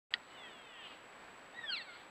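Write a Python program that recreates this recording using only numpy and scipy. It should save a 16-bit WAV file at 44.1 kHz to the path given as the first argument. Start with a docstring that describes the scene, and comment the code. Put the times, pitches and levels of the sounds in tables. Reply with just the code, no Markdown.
"""Water rushes steadily in a stream at night, while a trail camera's electronics whine and tick at the frame
rate and its housing clicks once. A far elk gives a faint, long falling mew with a second voice under its end;
then a nearer squeal drops by more than an octave. Each voice is a harmonic source filtered by fixed resonances
(for the squeal, peaks and notches as from a ground reflection's comb), with a hiss of breath, and echoes from
banks and trees."""
import sys
import numpy as np
from scipy import signal
from scipy.fft import rfft, irfft, next_fast_len
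from scipy.io import wavfile
from scipy.ndimage import uniform_filter1d, map_coordinates

SR = 44100
rng = np.random.default_rng(int(sys.argv[2]) if len(sys.argv) > 2 else 0)


def dump_mix(stems):
    """Bounce the given channels to the path in sys.argv[1] as a 16-bit WAV at rate SR."""
    frames = np.atleast_2d(stems).T  # one column per channel
    limited = np.clip(frames, -1, 1)  # hard clip at full scale
    pcm = np.round(limited * 32767).astype(np.int16)
    wavfile.write(sys.argv[1], SR, pcm)


N = 92610
T = np.arange(N) / SR

# Spectrum of rushing water (frequency [Hz], relative density [dB])
WATER_SPECTRUM = [(25, -17), (76, -14.5), (200, -7.5), (350, -5.5), (800, -3), (1600, -5), (2400, -8.5),
                  (3500, -16.5), (4700, -22.5), (5300, -31.5), (7000, -32), (9500, -39), (15500, -40.5)]
# Filter of the frame ticks (frequency [Hz], gain [dB])
TICK_FILTER = [(500, -17), (4000, 6), (6500, -8), (8700, -8), (11500, -36)]
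# Impulses entering that filter (time [s], level [dB])
TICK_DRIVE = [(1.54, -42.5), (1.58, -49)]
# Modes of the camera housing (frequency [Hz], relative level [dB], T60 [s])
HOUSING_MODES = [(1417, -20, 0.088), (1910, 1.5, 0.022), (2054, -14, 0.03), (3054, -2, 0.012),
                 (3170, 0.5, 0.0082), (3326, 1.5, 0.011), (3860, -3.5, 0.016), (4600, -3, 0.014),
                 (5200, -27, .05)]
# Noise of the snap (frequency [Hz], relative level [dB])
CRACK_SPECTRUM = [(400, -27), (1100, 4), (4700, 11), (5200, -13), (6500, -12), (8000, -4.5), (10000, -19)]
# Path from housing to microphone (frequency [Hz], gain [dB])
HOUSING_PATH = [(700, -1.5), (1100, 5), (1600, -0.5), (4900, -0.5), (5400, -8), (8500, -5), (11000, -29.5)]
# Peaks of the breath (time [s], level [dB])
BREATH_PEAKS = [(.29, -69), (.9, -63.5), (1.96, -61.5)]
# Hiss of the breath (frequency [Hz], relative level [dB])
BREATH_SPECTRUM = [(1500, -20), (3300, 3), (4700, -4), (5300, -41)]
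# Fundamentals of the calls (time [s], frequency [Hz])
MEW_F0 = [(.3, 731), (.355, 758), (.38, 717.4), (.45, 657.4), (.5, 606), (.55, 564.3), (.6, 543),
          (.7, 501.7), (.775, 467), (.87, 436)]
SQUEAL_F0 = [(1.545, 1810), (1.575, 1930), (1.605, 1905), (1.65, 1797), (1.7, 1600), (1.725, 1462),
             (1.755, 1312), (1.763, 1185), (1.785, 1050), (1.812, 909.6), (1.828, 880.7), (1.843, 810),
             (1.895, 721.6), (1.928, 687), (1.97, 728)]
# Envelopes of the mew and of the squeal's fundamental and overtones (time [s], level [dB])
MEW_ENVELOPE = [(.3, -67), (.36, -61.5), (.44, -54), (.48, -55), (.52, -61), (.58, -60.5), (.71, -61),
                (.78, -59.5), (.83, -60), (.87, -58)]
SQUEAL_F0_ENVELOPE = [(1.54, -60), (1.572, -54), (1.594, -43.5), (1.604, -57.5), (1.63, -59), (1.642, -42),
                      (1.656, -46), (1.678, -63), (1.694, -47), (1.71, -43), (1.74, -47.5), (1.765, -74)]
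SQUEAL_OVERTONE_ENVELOPE = [(1.55, -64), (1.652, -60), (1.667, -49), (1.684, -42.5), (1.703, -38),
                            (1.713, -47), (1.725, -38), (1.74, -35.5), (1.756, -43), (1.765, -41),
                            (1.786, -41), (1.794, -45.5), (1.825, -50.5), (1.848, -61.5), (1.897, -51.5),
                            (1.927, -59), (1.95, -52.5), (1.97, -58)]
# Resonances of the vocal tracts of the mew and the second voice, and the squeal's fixed peaks and notches, as
# from a ground reflection's comb (frequency [Hz], relative gain [dB])
MEW_FORMANTS = [(800, -30), (1300, -17), (1600, -12), (1880, 6), (2100, -1.5), (2300, -11), (2520, 1),
                (2750, -1), (3020, 4.5), (3350, 7), (3600, 4), (3950, -27.5)]
ANSWER_FORMANTS = [(900, -21), (1280, -7), (1550, -24), (1880, -2.5), (2270, -12), (2500, 2), (2650, 1.5),
                   (2800, 5), (3170, 4.5), (3450, -8), (4400, -36)]
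SQUEAL_COLOUR = [(1400, 3), (1750, -14), (2100, 1.5), (2400, -3), (2560, -15), (2800, 2), (3020, -11.5),
                 (3230, 3.5), (3500, -3.5), (3750, -7.5), (4200, 11), (4650, -2.5), (5000, -23.5),
                 (5450, -23.5), (6400, -68)]
# Course of the second voice (time [s], fundamental [Hz], level [dB])
ANSWER_CONTOUR = [(.66, 521.5, -66), (.745, 456.4, -60.5), (.795, 404.9, -57), (.83, 374.2, -56.5),
                  (.862, 352.1, -52), (.89, 324, -57.5), (.925, 314.9, -53.5), (.96, 293.7, -63.5),
                  (1.05, 250, -70)]
# Its source timbre (time [s], roughness [0-1], tilt [dB/octave])
ANSWER_TIMBRE = [(.86, 0.04, 3), (.92, 0.2, -6), (.97, 0.65, -6.5)]
# Noisy share of the squeal's power (time [s], roughness [0-1])
SQUEAL_ROUGHNESS = [(1.6, 0.06), (1.618, 0.36), (1.64, 0.03), (1.745, 0.04), (1.76, 0.14), (1.8, 0.06),
                    (1.92, .03), (1.97, 0.7)]
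# Odd overtones relative to even ones at the source (time [s], gain [dB])
SQUEAL_ODD_GAIN = [(1.61, -8), (1.65, 11), (1.675, -7), (1.725, -2), (1.75, -7.5), (1.766, 3),
                   (1.783, -0.5), (1.8, -28), (1.822, 3.5), (1.86, 4), (1.9, 10), (1.95, 4)]
# Decay of sound in the woods (frequency [Hz], T60 [s])
WOODS_T60 = [(300, .44), (5000, 0.36), (10000, 0.078)]


def amp(db):
    """Amplitude ratio of a level in decibels."""
    return 10 ** (np.asarray(db) / 20)


def unit(x):
    """Normalisation to rms 1."""
    return x / np.sqrt(np.mean(x ** 2) + 1e-20)


def along(points, hz):
    """Interpolation on a logarithmic frequency axis."""
    f, v = np.transpose(points)
    return np.interp(np.log(hz + 1), np.log(f + 1), v)


def curve(rows, column=1):
    """Linear interpolation of a timed table at every sample."""
    rows = np.asarray(rows)
    return np.interp(T, rows[:, 0], rows[:, column])


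def during(rows, fade_s=0.009):
    """Trapezoidal window: 1 over a timed table's span, fading outside it."""
    return np.clip(1 + np.minimum(T - rows[0][0], rows[-1][0] - T) / fade_s, 0, 1)


def wobble(rate):
    """Smooth random modulation with rate knots a second."""
    return map_coordinates(rng.standard_normal(int(N * rate / SR) + 4), [T * rate])


def coloured(x, spectrum):
    """Zero-phase filtering by a (frequency [Hz], gain [dB]) table."""
    size = next_fast_len(N + 8192)
    gain = amp(along(spectrum, np.fft.rfftfreq(size, 1 / SR)))
    return irfft(rfft(x, size) * gain, size)[:N]


def noise(spectrum):
    """Spectrally shaped Gaussian noise of rms 1."""
    return unit(coloured(rng.standard_normal(N), spectrum))


def stream(level_db=-56.5, ripple_db=1.0):
    """Rushing water is broadband noise with slight amplitude modulation."""
    return noise(WATER_SPECTRUM) * amp(level_db + ripple_db * wobble(11.84))


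def electronics(whine_hz=7796, whine_db=-72.5, frame_hz=59.5, offset_s=0.01645):
    """Phase reversal: a wavering whine flips sign at every frame, and an impulse sounds a tick."""
    frame = np.floor((T - offset_s) * frame_hz)
    sign = 1 - 2 * (frame % 2)
    soft_sign = uniform_filter1d(uniform_filter1d(sign, size=48), size=48)
    whine = np.sqrt(2) * np.sin(2 * np.pi * whine_hz * T) * soft_sign
    impulses = np.diff(frame, prepend=frame[0]) * amp(1.3 * wobble(39))
    ticks = amp(curve(TICK_DRIVE)) * coloured(impulses, TICK_FILTER)
    return amp(whine_db + 1.83 * wobble(120)) * whine + ticks


def click(onset_s=0.1388, rise_s=0.00054, crack_t60=0.032, tail_t60=0.085, gain_db=-21):
    """Impact excitation: a mechanism snaps in the camera and rings its plastic housing's damped modes."""
    t = np.maximum(T - onset_s, 0)
    ring = sum(amp(db - 60 * t / t60) * np.sin(2 * np.pi * hz * t) for hz, db, t60 in HOUSING_MODES)
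    decay = amp(-12 - 60 * t / crack_t60) + amp(-29 - 60 * t / tail_t60)
    crack = noise(CRACK_SPECTRUM) * decay
    attack = 1 - np.exp(-t / rise_s)
    return amp(gain_db) * coloured((ring + crack) * attack, HOUSING_PATH)


def breath(sigma_s=0.054):
    """Aspiration: air hisses through the elk's throat where the voice starts or gives out."""
    swells = sum(amp(db) * np.exp(-.5 * ((T - s) / sigma_s) ** 2) for s, db in BREATH_PEAKS)
    return swells * noise(BREATH_SPECTRUM)


def harmonics(pitch, roughness, smear_hz, count, jitter=0.0031, shimmer_db=1.3):
    """Voiced source with jitter and shimmer, one harmonic a row; roughness smears each into noise."""
    phase = 2 * np.pi * np.cumsum(pitch * (1 + jitter * wobble(220))) / SR
    rows = []
    for k in range(1, count + 1):
        tone = np.sqrt(2) * np.sin(k * phase) * amp(shimmer_db * wobble(70))
        band = wobble(smear_hz) * np.sin(k * phase) + wobble(smear_hz) * np.cos(k * phase)
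        rows.append(np.sqrt(1 - roughness) * tone + np.sqrt(roughness) * band)
    return np.array(rows)


def through_colour(rows, hz, formants, source_db):
    """Source-filter principle: source spectrum and a fixed colouring weight the harmonics, at constant power."""
    gain = amp(along(formants, hz) + source_db)
    return (rows * gain).sum(0) / np.sqrt((gain ** 2).sum(0))


def far_mew(dulling=16.4):
    """A clear voice sinks through fixed formants; its spectral tilt steepens by dulling [dB/octave/s]."""
    pitch = curve(MEW_F0)
    rows = harmonics(pitch, roughness=0.035, smear_hz=298, count=10)
    k = np.arange(1, len(rows) + 1)[:, None]
    tilt = -dulling * (T - MEW_F0[0][0])
    voice = through_colour(rows, k * pitch, MEW_FORMANTS, tilt * np.log2(k))
    return voice * amp(curve(MEW_ENVELOPE)) * during(MEW_F0)


def far_answer():
    """A second voice falls across the mew's end; growing aperiodicity turns it hoarse."""
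    pitch = curve(ANSWER_CONTOUR)
    rows = harmonics(pitch, roughness=curve(ANSWER_TIMBRE), smear_hz=207, count=14)
    k = np.arange(1, len(rows) + 1)[:, None]
    tilt = curve(ANSWER_TIMBRE, column=2)
    voice = through_colour(rows, k * pitch, ANSWER_FORMANTS, tilt * np.log2(k))
    return voice * amp(curve(ANSWER_CONTOUR, column=2)) * during(ANSWER_CONTOUR)


def echoes(x, bank_s=0.039, bank_db=-22.5, woods_db=-19.5):
    """One early reflection from a bank, and diffuse reverberation from trees and banks."""
    reflection = np.roll(x, int(bank_s * SR))
    hz, t, spectra = signal.stft(rng.standard_normal(SR // 2), SR, nperseg=256)
    decay = amp(-60 * t / along(WOODS_T60, hz)[:, None])
    response = signal.istft(spectra * decay, SR, nperseg=256)[1]
    reverberation = signal.fftconvolve(x, response / np.linalg.norm(response))[:N]
    return amp(bank_db) * reflection + amp(woods_db) * reverberation


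def near_squeal(full_effort_tilt=-5, dulling_per_db=0.25):
    """Vocal effort sets spectral tilt: a thin high note brightens as it falls, breaks, and rasps out."""
    pitch, level = curve(SQUEAL_F0), curve(SQUEAL_OVERTONE_ENVELOPE)
    rows = harmonics(pitch, roughness=curve(SQUEAL_ROUGHNESS), smear_hz=494.4, count=6)
    k = np.arange(2, len(rows) + 1)[:, None]
    tilt = full_effort_tilt + dulling_per_db * (level - level.max())  # dB/octave
    source_db = tilt * np.log2(k) + (k % 2) * curve(SQUEAL_ODD_GAIN)
    overtones = through_colour(rows[1:], k * pitch, SQUEAL_COLOUR, source_db) * amp(level)
    fundamental = rows[0] * amp(curve(SQUEAL_F0_ENVELOPE))
    return (fundamental + overtones) * during(SQUEAL_F0)


def scene():
    """Superposition of the elk, their echoes, the stream and the camera's own noises."""
    elk = far_mew() + far_answer() + near_squeal() + breath()
    return (elk + echoes(elk) + stream() + click() + electronics())[None]


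def record(dry, start_s=0.106, fade_s=0.002, cutoff_hz=15550):
    """Gating and band limiting: the camera's sound switches on after a moment and is low-passed."""
    gate = np.clip((T - start_s) / fade_s, 0, 1)
    size = next_fast_len(N + 8192)
    passband = np.fft.rfftfreq(size, 1 / SR) < cutoff_hz
    return irfft(rfft(dry * gate, size) * passband, size)[..., :N]


dry = scene()
out = record(dry)
dump_mix(out)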